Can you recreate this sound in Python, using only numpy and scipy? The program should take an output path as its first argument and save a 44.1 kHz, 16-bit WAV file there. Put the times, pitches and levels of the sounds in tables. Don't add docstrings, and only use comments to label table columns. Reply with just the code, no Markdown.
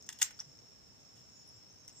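import sys
import numpy as np
from scipy import signal
from scipy.fft import rfft, irfft, next_fast_len
from scipy.io import wavfile
from scipy.ndimage import map_coordinates

SR = 44100
rng = np.random.default_rng(int(sys.argv[2]) if len(sys.argv) > 2 else 0)


def to_linear_factor(level_db):
    exponent = np.asarray(level_db, float) / 20
    return 10 ** exponent


def wav_record(signal):
    frames = np.transpose(np.atleast_2d(signal))
    bounded = np.clip(frames, -1, 1)
    quanta = np.round(bounded * 32767).astype(np.int16)
    wavfile.write(sys.argv[1], SR, quanta)


N = 88200


def unit(x):
    return x / np.sqrt(np.mean(x ** 2) + 1e-20)


def along(points, hz):
    f, value = np.transpose(points)
    return np.interp(np.log(hz + 1), np.log(f + 1), value)


def wobble(rate):
    knots = rng.standard_normal(int(N * rate / SR) + 4)
    return map_coordinates(knots, [np.arange(N) * rate / SR])


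def filtered(x, response):
    m = next_fast_len(x.shape[-1] + 8192)
    spectrum = rfft(x, m) * response(np.fft.rfftfreq(m, 1 / SR))
    return irfft(spectrum, m)[..., :x.shape[-1]]


def causal(gain):
    c = irfft(np.log(gain + 1e-6))
    half = len(c) // 2
    c = c * np.r_[1, 2 * np.ones(half - 1), 1, np.zeros(half - 1)]
    return np.exp(rfft(c))


def peak(f, hz, width):
    return 1j * f * width / (hz * hz - f * f + 1j * f * width)


def add(track, s, x):
    part = track[..., round(s * SR):][..., :x.shape[-1]]
    part += x[..., :part.shape[-1]]


def walls(x):
    # frequency in Hz, t60 in seconds
    wall_t60 = [(500, 0.18), (2000, 0.3), (6000, 0.16), (11000, 0.076), (15000, 0.18)]
    hz, t, z = signal.stft(rng.standard_normal((2, SR // 4)), SR, nperseg=128)
    decay = to_linear_factor(-60 * t / along(wall_t60, hz)[:, None])
    tail = signal.istft(z * decay, SR, nperseg=128)[1]
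    late = np.pad(x, (60, 0))
    return signal.fftconvolve(late[None], tail / np.linalg.norm(tail[0]), axes=1)


def ports(x):
    # frequency in Hz, lead of the left port in radians
    lead = [(800, 0), (2000, .7), (5000, 1.15), (9000, 2.05), (15000, 1.8)]
    # frequency in Hz, left over right in dB
    lean = [(700, -1), (1400, -2.5), (2800, 3), (5500, 0), (10000, 5), (14000, 7.5)]

    def response(f):
        left = to_linear_factor(along(lean, f) / 2) * np.exp(.5j * along(lead, f))
        return np.array([left, 1 / left])

    return filtered(x * np.ones((2, 1)), response)


def air():
    # frequency in Hz, density in dB per Hz
    hiss = [(240, -65), (400, -9), (1190, -12), (1890, -15), (3750, -16), (5360, -14.5), (9090, -18),
            (14900, -20.5), (16400, -53)]

    def response(f):
        level_db = along(hiss, np.where((f > 4500) & (f < 9000), 4500, f))
        return to_linear_factor(level_db - 5.76 * (1 + np.tanh((f - 8000) / 500)))

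    noise = filtered(rng.standard_normal((2, N)), response)
    return to_linear_factor(-68 + 0.43 * wobble(2.1)) * unit(noise)


def town():
    # frequency in Hz, density in dB per Hz
    rumble = [(13, -59), (22, -34), (64, -7), (108, -4), (204, -8), (307, -11.5), (524, -17), (700, -21),
              (910, -24), (1540, -120)]
    # frequency in Hz, left-right likeness from 0 to 1
    alike = [(60, 0.14), (130, 0.4), (300, 0.03), (700, 0.22)]

    def response(f):
        turn = np.arccos(np.clip(along(alike, f), -1, 1)) / 2
        return to_linear_factor(along(rumble, f)) * [np.cos(turn), np.sin(turn)]

    mid, side = filtered(rng.standard_normal((2, N)), response)
    return to_linear_factor(-66 + wobble(9.3)) * unit(np.array([mid + side, mid - side]))


def thumps():
    # start in seconds, peak level in dB, pitch in Hz, t60 in seconds
    far_thumps = [
        (0.461, -48, 139, 0.15),
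        (1.138, -55, 113.4, 0.26),
        (1.391, -65, 142, .03),
        (1.55, -48, 103, 0.094),
        (1.736, -50.5, 93.5, 0.096),
    ]
    out, t = np.zeros((2, N)), np.arange(SR // 3) / SR
    for s, db, hz, t60 in far_thumps:
        swell = to_linear_factor(db - 60 * t / t60) * (1 - np.exp(-t / 0.012))
        add(out, s, swell * np.sin(2 * np.pi * hz * t))
    return out


def insects():
    # pitch in Hz, width in Hz, level in dB, clicks a second
    choirs = [
        (5430, 400, -61, 4000),
        (6500, 1100, -69, 4000),
        (7400, 600, -78, 4000),
        (15100, 1600, -83, 2500),
    ]
    # time in seconds, level of the hum in dB
    hum = [(0.45, -66), (0.69, -66), (1.338, -66.5), (1.49, -65), (2.0, -67.5)]
    # time in seconds, level of the choirs just above the hum in dB
    upper = [(0, 1), (.5, -0.5), (.8, -5.5), (1.2, -0.5), (1.6, -3.5), (1.802, -29), (2, 7)]
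    t = np.arange(N) / SR
    s, level = np.transpose(hum)
    hum_db = np.interp(t, s, level - level.mean())
    upper_db = np.interp(t, *np.transpose(upper))
    out = np.zeros((2, N))
    for hz, width, db, rate in choirs:
        clicks = (rng.random((2, N)) < rate / SR) * rng.standard_normal((2, N))
        song = unit(filtered(clicks, lambda f: peak(f, hz, width) ** 3))
        swell_db = upper_db if 6000 < hz < 9000 else hum_db
        out += to_linear_factor(db + swell_db + .5 * wobble(5) + .7 * wobble(40)) * song
    return out


def birds():
    # start in seconds, length in seconds, level in dB, first pitch in Hz, last pitch in Hz
    calls = [
        (0.477, 0.051, -84, 7270, 7300),
        (0.996, 0.094, -75, 6400, 6950),
        (1.303, 0.039, -76, 7100, 6660),
        (1.346, 0.095, -71, 6870, 6880),
        (1.54, 0.055, -80, 7300, 7450),
        (1.681, 0.19, -69.5, 6280, 6330),
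        (1.923, 0.069, -72.5, 7950, 7160),
        (1.957, 0.093, -70, 7290, 6980),
        (1.963, 0.062, -70, 7630, 7700),
        (1.967, 0.05, -67.5, 7540, 6940),
    ]
    trill_db, waver, pan_db, wet_db = 3, .012, 1.5, 5
    clear = .45
    out = np.zeros((2, N))
    for s, length, db, first_hz, last_hz in calls:
        u = np.arange(int(length * SR)) / (length * SR)
        n = len(u)
        hz = (first_hz + (last_hz - first_hz) * u) * (1 + waver * wobble(258)[:n])
        swell = np.clip(u / 0.056, 0, 1) * (1 - u) ** .5
        trill = to_linear_factor(trill_db * wobble(60)[:n])
        rasp = clear + (1 - clear) * wobble(300)[:n]
        call = to_linear_factor(db + 9) * swell * trill * rasp * np.sin(2 * np.pi * np.cumsum(hz) / SR)
        add(out, s, call * to_linear_factor([[pan_db], [-pan_db]]))
        add(out, s, to_linear_factor(wet_db) * walls(call))
    return out


def body_peaks(f):
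    # pitch in Hz, width in Hz, gain in dB
    resonances = [(860, 80, 11), (1500, 100, 9), (1900, 260, 8), (2860, 250, 6), (3430, 250, 11),
                  (5500, 200, 5), (6640, 250, 6), (7400, 200, 6), (15200, 900, 8)]
    return 1 + sum(to_linear_factor(db) * abs(peak(f, hz, width)) ** 2 for hz, width, db in resonances)


def through_body(x, tilt_db):
    # frequency in Hz, density in dB per Hz
    tool = [(350, -59.5), (700, -24.5), (950, -16.5), (2000, -15), (4300, -12.5), (6600, -6), (8800, -14.5),
            (13500, -22.5)]

    def response(f):
        tilt = tilt_db * np.log2(np.minimum(f, 7500) / 4000 + .01)
        return causal(to_linear_factor(along(tool, f) + tilt) * body_peaks(f))

    return filtered(x, response)


def share(x):
    own = .4
    return (1 - own) * x[0] + own * x[1:]


def place(out, s, hit, tail_db):
    blurred = filtered(hit[0], lambda f: (2 / body_peaks(f)) ** .7)
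    add(out, s, ports(hit))
    add(out, s, to_linear_factor(tail_db) * walls(blurred))


def slips():
    # time of the peak in seconds, peak level in dB, pitch in Hz, cycles to the peak
    pings = [(.0115, -53, 5500, 9), (.0250, -48, 6200, 3), (.0654, -47, 6300, 2), (.0695, -46, 6600, 3),
             (.0906, -34, 6300, 3), (.0912, -47, 1750, 4), (.1283, -46, 6500, 3), (.1292, -50, 8500, 3),
             (.1892, -47, 5000, 4), (.3093, -51, 8500, 3), (.3095, -54, 2000, 2), (.0915, -42, 5000, 5),
             (1.8797, -50, 8300, 2), (.045, -52, 6400, 5), (.381, -52, 7000, 3), (.3963, -38, 5300, 5),
             (.4012, -42, 5500, 5), (.4033, -31.5, 5750, 6), (.409, -48, 5700, 8), (.3912, -46, 5000, 4),
             (.3912, -54, 3400, 3), (.3922, -56, 1400, 2), (.3972, -52, 7800, 3), (.3937, -48, 5200, 5),
             (.3980, -44, 5300, 4), (.4058, -44, 5700, 5), (.590, -48, 5450, 6), (1.158, -58, 7500, 2),
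             (1.299, -53, 7000, 2), (1.4761, -51, 10200, 2), (1.4908, -50, 9900, 2), (1.727, -60, 7800, 2),
             (.2279, -19.5, 6650, 6), (.2203, -23, 7400, 4), (1.850, -66, 1700, 1), (1.885, -68, 2050, 6),
             (1.8800, -45, 5700, 8), (1.887, -50, 6200, 6), (1.895, -50, 6300, 6)]
    out, t = np.zeros((2, N)), np.arange(SR // 4) / SR
    for s, db, hz, cycles in pings:
        u = t * hz / max(cycles, 1)
        hit = to_linear_factor(db + 3) * (u * np.exp(1 - u)) ** 2 * np.sin(2 * np.pi * hz * t)
        add(out, s - cycles / hz, ports(hit))
        add(out, s, to_linear_factor(-11) * walls(hit))
    return out


def tears():
    # start in seconds, length in seconds
    spans = [(.0895, .004), (.092, .016), (.125, .008), (.2148, .008), (.383, .04), (.306, .012),
             (.11, .07), (.188, .025), (1.15, .07), (1.877, .035), (.2215, .011), (.392, .03)]
    # level in dB, brightness in dB per octave
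    strengths = [(-41, 0), (-50.5, -1.5), (-47.5, 3.5), (-25.5, 3), (-69, 2), (-55, -0.5), (-65, -3),
                 (-53, 2), (-68, -0.5), (-65.5, -0.5), (-25, 3.5), (-57, -3)]
    rate, spread_db = 4000, 2.5
    out, t = np.zeros((2, N)), np.arange(SR // 4) / SR
    for (s, length), (db, tilt_db) in zip(spans, strengths):
        chance, sign, strength = rng.random((3, 3, len(t)))
        fibres = (chance < rate / SR) * np.sign(sign - .5) * to_linear_factor(-spread_db * np.log(strength + 1e-9))
        crackle = unit(through_body(share(fibres), tilt_db))
        swell = abs(np.sin(np.pi * np.clip(t / length, 0, 1))) ** 0.36
        place(out, s, to_linear_factor(db) * crackle * swell, -10)
    return out


def snaps():
    # start in seconds, peak level in dB, brightness in dB per octave, tail level in dB
    blows = [(.0248, -48, 7, -9), (.0650, -49, 9, -8), (.0692, -50, 9, -12), (.1888, -39, 9, -6),
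             (.1995, -47, -8, -6), (.2052, -45, 3, -7), (.2118, -37, 2, -5), (.3085, -42, -4, -5),
             (.3908, -45, 3, -8), (1.8490, -54, 6, -8), (1.8793, -43, 12, -6), (.0903, -29, 1, -10),
             (.2158, -20, -1, -10), (.2198, -14, 0, -11), (.2274, -17, 1, -6)]
    # blade pitch in Hz, level in dB, t60 in seconds
    steel = [(3030, -22, 0.2), (3750, -10, 0.014), (6040, -15, .1), (5740, 8.5, 0.039), (7500, -2, 0.15),
             (7470, 4, 0.12), (8110, 7, 0.056), (13000, -26, 0.091)]
    blow_t60, longest_t60, ring_db = .004, .15, -28
    out, t = np.zeros((2, N)), np.arange(SR // 4) / SR
    for s, db, tilt_db, tail_db in blows:
        burst = to_linear_factor(-60 * t / blow_t60) * share(rng.standard_normal((3, len(t))))
        blow = through_body(burst, tilt_db)
        ring = np.zeros(len(t))
        for hz, level_db, t60 in steel:
            decay_db = -60 * t / min(t60, longest_t60)
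            ring += to_linear_factor(level_db + rng.normal(0, 2.7) + decay_db) * np.sin(2 * np.pi * hz * t)
        hit = to_linear_factor(db + 1) * (blow / abs(blow).max() + to_linear_factor(ring_db) * ring)
        place(out, s, hit, tail_db)
    return out


def scene():
    garden = air() + town() + thumps()
    shears = slips() + tears() + snaps()
    return garden + insects() + birds() + shears


def low_pass(x):
    return signal.sosfilt(signal.butter(12, 16810, fs=SR, output="sos"), x)


def record(dry):
    top_hz, edge_hz, over_top_db = 15560, 40, -24
    mix = filtered(dry, lambda f: to_linear_factor(over_top_db * (1 + np.tanh((f - top_hz) / edge_hz)) / 2))
    return low_pass(mix)


dry = scene()
out = record(dry)
wav_record(out)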